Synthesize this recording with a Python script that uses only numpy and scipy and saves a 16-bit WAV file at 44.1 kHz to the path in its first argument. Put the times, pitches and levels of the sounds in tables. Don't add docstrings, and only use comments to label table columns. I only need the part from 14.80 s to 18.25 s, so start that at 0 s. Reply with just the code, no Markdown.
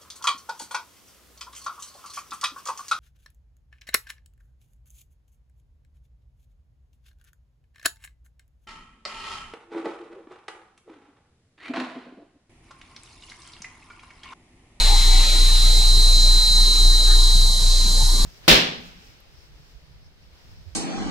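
import sys
import numpy as np
from scipy import signal
from scipy.io import wavfile
from scipy.ndimage import uniform_filter1d

SR = 44100
rng = np.random.default_rng(int(sys.argv[2]) if len(sys.argv) > 2 else 0)


def volts(x):
    e = np.asarray(x, float) / 20
    return 10 ** e


def unload_audio(sound):
    columns = np.transpose(np.atleast_2d(sound))
    steps = np.round(np.clip(columns, -1, 1) * 32767)
    wavfile.write(sys.argv[1], SR, steps.astype(np.int16))


N = 152145
TIME = np.arange(N) / SR
HOP = 147
SLOW_TIME = np.arange(N // HOP + 1) * HOP / SR


def unit(x):
    return x / np.sqrt(np.mean(x ** 2) + 1e-20)


def along(points, hz):
    f, v = np.transpose(points)
    return np.interp(np.log(hz + 1), np.log(f + 1), v)


def curves(rows):
    s, *cols = np.transpose(rows)
    return [np.interp(TIME, s, c) for c in cols]


def wobble(rate, count=1):
    at = SLOW_TIME * rate
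    knots = rng.standard_normal((count, 64))
    return np.array([np.interp(at, np.arange(64), k) for k in knots])


def stretch(v):
    return np.repeat(v, HOP, axis=-1)[..., :N]


def sides(db, pan_db):
    return np.sqrt(2) * volts([db + pan_db / 2, db - pan_db / 2])


def tone(hz, gains, lead, start=None):
    chance = rng.random()
    turn = 2 * np.pi * (hz * TIME + (chance if start is None else start))
    return np.array([gains[0] * np.cos(turn + lead / 2), gains[1] * np.cos(turn - lead / 2)])


# (frequency [Hz], correlation [0-1])
LIKENESS = [(200, 1), (300, 0.95), (900, 0.75), (2700, 0.55), (5000, 0.64), (9500, 0.91), (11000, 0.93),
            (12100, 0.58)]
# (frequency [Hz], lead [rad])
LEFT_LEAD = [(0, 0.39), (3360, -0.22), (3620, -1.1), (4400, -0.75), (4910, 0.34), (8530, -0.48),
             (12900, 0.31)]
# (frequency [Hz], left over right [dB])
BALANCE = [(300, 0), (850, -0.5), (2500, 0), (4700, -2.5), (6500, -2), (9000, 0.5)]


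def rush(spectrum, patchy_db, bins, frames):
    hz, t, z = signal.stft(rng.standard_normal((2, N)), SR, nperseg=2048)
    field = uniform_filter1d(rng.standard_normal(z.shape[1:]), bins, 0)
    patches = unit(uniform_filter1d(field, frames, 1))
    closed = [(spectrum[0][0] * .8, -90)] + spectrum + [(spectrum[-1][0] * 1.03, -90)]
    mid, side = z * volts(patchy_db * patches + along(closed, hz)[:, None])
    width = np.arccos(np.clip(along(LIKENESS, hz), -1, 1))[:, None] / 2
    lead = (np.exp(.5j * along(LEFT_LEAD, hz)) * volts(along(BALANCE, hz) / 2))[:, None]
    mid, side = mid * np.cos(width), side * np.sin(width)
    both = np.array([(mid + side) * lead, (mid - side) / lead])
    return unit(signal.istft(both, SR, nperseg=2048)[1][:, :N])


SWITCH_HZ, DRIVE_HZ = 3999.85, 41.71
# (time [s], lower level [dB], upper level [dB], lower pan [dB], upper pan [dB])
PAIR_DRIFT = [(0.0, -34, -27, 11.5, -2.0), (0.02, -34, -28, 7.5, -1.5), (0.21, -32, -29, 3.5, 0.5),
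              (0.64, -31, -30, 1.5, -3.5), (1.0, -30, -29, -2.5, -5.0), (1.45, -29, -25, -2.0, -2.5),
              (1.77, -28, -25, -2.5, -2.5), (2.36, -28, -28, 0.5, -4.0), (2.64, -31, -30, 0.5, -4.5),
              (2.81, -33, -33, -3.5, -5.0), (3.01, -35, -30, -6.0, -1.5), (3.05, -34, -30, -0.5, -1.0),
              (3.1, -35, -31, -4.5, -3.0), (3.13, -38, -30, -0.5, -2.5), (3.2, -33, -31, -2.5, -1.5),
              (3.32, -38, -34, -2.5, -6.0), (3.4, -34, -32, 0.0, -3.0), (3.45, -38, -38, 1.0, -2.0)]


def strong_pair():
    low_db, high_db, low_pan, high_pan = curves(PAIR_DRIFT)
    boost_db, runout, skirt_db = 5.5, .09, -22
    low_lead, high_lead = -0.93 + 0.083 * stretch(wobble(2.34, count=2))
    pair = tone(SWITCH_HZ - 3 * DRIVE_HZ, sides(low_db + boost_db, low_pan), low_lead, 0)
    pair = pair + tone(SWITCH_HZ + 3 * DRIVE_HZ, sides(high_db + boost_db, high_pan), high_lead, 0)
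    blade = np.pi * DRIVE_HZ * TIME
    swing = runout * np.cos(blade) + 0.0065 * np.cos(2 * blade + 1)
    grit = unit(uniform_filter1d(rng.standard_normal((2, N)), size=400))
    return pair * (1 + swing + volts(skirt_db) * grit)


def weak_sideband(hz, db, start=None):
    wander_db, wander_rad = 3, 1
    swell, pan, shift = wobble(9, count=3)
    gains = stretch(sides(db + wander_db * swell, wander_db * pan))
    lead = stretch(along(LEFT_LEAD, hz) + wander_rad * shift)
    return tone(hz, gains, lead, start)


NEAR_SIDEBANDS = [-21, -13, -9, -4, -1, -.5, 0, .5, 1, 1.5, 9, 13, 15, 19]
NEAR_LEVELS = [-46, -47, -36, -48, -44, -49, -49, -52, -45, -51, -37, -44, -56, -52]
OCTAVE_SIDEBANDS = [-47, -29, -26, -22, -20, -18, -16, -12, -10, -8, -6, -4, -2, 0, 2, 4, 6, 8, 10, 16]
OCTAVE_LEVELS = [-52, -53, -52, -49, -53, -47, -46, -56, -53, -54, -53, -53, -55, -58, -57, -56, -49, -58,
                 -54, -52]
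LOCKED_PHASES = {-9: .5, 9: 0}


def whine():
    out = strong_pair()
    for order, db in zip(NEAR_SIDEBANDS, NEAR_LEVELS):
        if order == -9:
            db = db - 1.5 * SLOW_TIME
        out = out + weak_sideband(SWITCH_HZ + order * DRIVE_HZ, db, LOCKED_PHASES.get(order))
    for order, db in zip(OCTAVE_SIDEBANDS, OCTAVE_LEVELS):
        out = out + weak_sideband(2 * SWITCH_HZ + order * DRIVE_HZ, db)
    return out


# (frequency [Hz], density [dB per Hz])
SPRAY_SPECTRUM = [(2950, -27), (3050, -1.5), (3780, 0), (3900, 1.5), (4700, 0), (5400, -4), (7300, -3.5),
                  (8100, -10.5)]
# (frequency [Hz], density [dB per Hz])
MIST_SPECTRUM = [(7000, -43), (8100, 0.5), (10000, 0), (12130, -4.5), (12200, -11), (13500, -17.5),
                 (15500, -25)]


def water():
    spray_gain = stretch(volts(-26.5 + 0.72 * wobble(5.05)))
    mist_gain = stretch(volts(-35 + 0.43 * wobble(6.25)))
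    spray = spray_gain * rush(SPRAY_SPECTRUM, patchy_db=0.92, bins=16, frames=3)
    return spray + mist_gain * rush(MIST_SPECTRUM, patchy_db=0.66, bins=24, frames=3)


# (time [s], level [dB])
FAN_LEVELS = [(0.0, -21), (0.06, -14.5), (0.4, -12), (0.46, -19), (0.59, -12.5), (1.58, -13), (1.63, -20.5),
              (1.82, -13), (1.94, -20), (2.07, -10), (2.23, -18.5), (2.3, -12.5), (2.63, -13), (2.8, -20.5),
              (2.85, -13), (3.11, -17.5), (3.21, -15.5), (3.45, -14.5)]
# (time [s], level change [dB])
FAN_SAGS = [
    (.23, -4),
    (.8, -4),
    (.94, -2),
    (1.03, -4),
    (1.4, -1.5),
    (2.51, -2.5),
    (.57, -2.5),
    (.7, -2.5),
    (3.38, -4.5),
]


def fan():
    throb_hz, sag_s, pan_db, lead_rad = 29.62, 0.02, .7, .11
    db, = curves(FAN_LEVELS)
    for s, change_db in FAN_SAGS:
        db = db + change_db * np.exp(-.5 * ((TIME - s) / sag_s) ** 2)
    unsteady_db = 0.44 * np.interp(TIME, SLOW_TIME, wobble(9.4)[0])
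    return tone(throb_hz, sides(db + 0.83 + unsteady_db, pan_db), lead_rad)


# (frequency [Hz], density [dB per Hz])
RUMBLE_SPECTRUM = [(40, 10.5), (70, -3), (250, -8.5), (700, -13), (850, -8), (1750, -10.5), (2000, -4),
                   (3000, -6)]


def rumble():
    return volts(-31) * rush(RUMBLE_SPECTRUM, patchy_db=3.0, bins=3, frames=2)


def scene():
    return whine() + water() + fan() + rumble()


BAND_EDGES = [95, 150, 235, 470, 730, 960, 1200, 1900, 2300, 3000, 3820]
BAND_SETTLE = [-0.5, 3, 1, -3.5, -1.5, -1.5, -4, -8.5, -14.5, -13.5, -6.5, 0]
BAND_FLUTTER = [3, 3.5, 3.5, 3, 3, 1.2, 2, 1.3, 1.3, 2, .8, 0]
# (time [s], frequency [Hz], change [dB],
# length [s])
BAND_CHANGES = [(0.11, 870, 11, 0.12), (0.21, 200, 4.5, 0.05), (0.277, 280, 3, 0.062), (0.34, 110, 6, 0.15),
                (0.39, 850, 7, 0.31), (0.5, 550, 8, 0.088), (0.86, 130, 9.5, 0.19), (1.01, 260, -2.5, .08),
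                (1.19, 80, 10, 0.063), (1.176, 130, 10, 0.11), (1.208, 260, 7.5, 0.065),
                (1.478, 550, 11, 0.044), (1.7, 180, 5.5, 0.066), (1.655, 180, -10, 0.065),
                (1.67, 300, -6, 0.054), (1.753, 110, 9.5, 0.075), (1.95, 300, 6.5, 0.13),
                (3.4, 320, 4.5, 0.092), (2.4, 220, 5.5, 0.053), (2.397, 180, -22, 0.099), (2.34, 400, 5, 0.32),
                (2.57, 600, 2, 0.32), (2.68, 70, 8.5, 0.13), (2.73, 2700, -8, 0.1), (2.857, 165, 7, 0.053),
                (3.4, 200, 2, 0.054), (3.255, 110, 12.5, 0.064), (3.234, 800, 9, 0.073),
                (3.51, 1100, 5.5, 0.26), (3.7, 110, 9.5, 0.087), (0.053, 700, 5.5, 0.11),
                (0.63, 600, 5.5, 0.053), (0.93, 600, 6.5, .08), (3.2, 600, 4.5, 0.089),
                (0.021, 850, 5.5, 0.034), (0.856, 850, 5, .08), (1.566, 1100, 4, 0.13), (1.96, 1100, 3, .08),
                (2.41, 1100, 5, 0.14), (1.82, 1500, 2.5, .3), (2.33, 1500, 10, 0.073), (0.37, 2100, 1.5, 0.53),
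                (1.84, 2100, 3, 0.41), (1.91, 2600, 4.5, 0.11), (0.52, 2600, 1.5, 0.22), (0.58, 300, 5, 0.079),
                (2.15, 350, 4.5, 0.068), (1.58, 190, 5, 0.17), (2.55, 190, 7.5, 0.16), (3.02, 350, 5.5, 0.078),
                (0.082, 70, 1, 0.13), (0.29, 120, -5, 0.074), (.05, 1100, -4, .08), (0.31, 1500, -2, 0.16),
            (0.68, 850, -4, 0.17), (0.92, 1100, -8, 0.092), (1.37, 350, -4, 0.16), (1.68, 70, -5, 0.13),
            (1.85, 1100, -3, 0.066), (1.935, 850, -9, 0.058), (2.55, 600, -6.5, 0.068),
            (2.74, 1500, -7, 0.087), (3.14, 2600, -2, .18), (3.37, 70, 4, 0.1), (2.5, 2600, -2.5, .15),
            (0.255, 2100, -3, 0.068), (.25, 600, -4, 0.061), (2.5, 170, -8, .08)]


def suppressor(hz, t):
    settle_s, knee, flutter_rate = 1, 1.74, 14
    slow_index = np.minimum(np.arange(len(t)) * 7, N // HOP)
    flutter = wobble(flutter_rate, count=12)[:, slow_index]
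    clamp = 1 - np.exp(-(t / settle_s) ** knee)
    bands = np.outer(BAND_SETTLE, clamp) + np.array(BAND_FLUTTER)[:, None] * flutter
    for s, at_hz, db, length in BAND_CHANGES:
        bump = np.exp(-.5 * ((t - s) / (length / 2.27)) ** 2)
        bands[np.searchsorted(BAND_EDGES, at_hz)] += 1.33 * db * bump
    return volts(bands[np.searchsorted(BAND_EDGES, hz)] * (hz > 45)[:, None])


SURE_HZ = 12170
# (time [s], top frequency [Hz])
TREBLE_SPURTS = [(.1, 14400), (.16, 13800), (.24, 15000), (.31, 14900), (.38, 14200), (.55, 15100),
                 (.62, 14600), (.74, 14500), (.83, 15000), (.9, 15000), (.97, 15200), (1.04, 14900),
                 (1.1, 14000), (1.19, 14500), (1.29, 13800), (1.41, 14200), (1.48, 14100), (1.57, 14900),
                 (1.82, 13900), (1.92, 13800), (1.97, 13800), (2.1, 14400), (2.15, 14300), (2.22, 14000),
                 (2.29, 15600), (2.4, 14400), (2.5, 14700), (2.59, 14300), (2.66, 13600), (2.91, 13400),
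                 (3.1, 14500), (3.19, 13600), (3.31, 15200)]


def treble_gate(hz, t):
    spread_hz, empty_share, half_s = 400, .25, .024
    spare = unit(uniform_filter1d(rng.standard_normal(len(t)), size=2))
    top_hz = SURE_HZ + spread_hz * (.5 + spare)
    for s, reach_hz in TREBLE_SPURTS:
        top_hz[abs(t - 524 / SR - s) < half_s] = reach_hz
    slices = rng.random((129, len(t))) > empty_share
    slices = np.repeat(slices, 8, axis=0)[:len(hz)]
    return (hz[:, None] < SURE_HZ) | slices & (hz[:, None] < top_hz)


def top_cut(x):
    return signal.sosfilt(signal.butter(12, 15620, fs=SR, output="sos"), x)


def record(dry):
    late = np.pad(dry, ((0, 0), (524, 0)))
    hz, t, z = signal.stft(late, SR, nperseg=2048)
    gain = suppressor(hz, t) * treble_gate(hz, t)
    mid = z.mean(0)
    z = np.where(hz[:, None] < SURE_HZ, z, mid + 0.89 * (z - mid))
    kept = signal.istft(z * gain, SR, nperseg=2048)[1][:, 524:][:, :N]
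    return top_cut(kept)


dry = scene()
out = record(dry)
unload_audio(out)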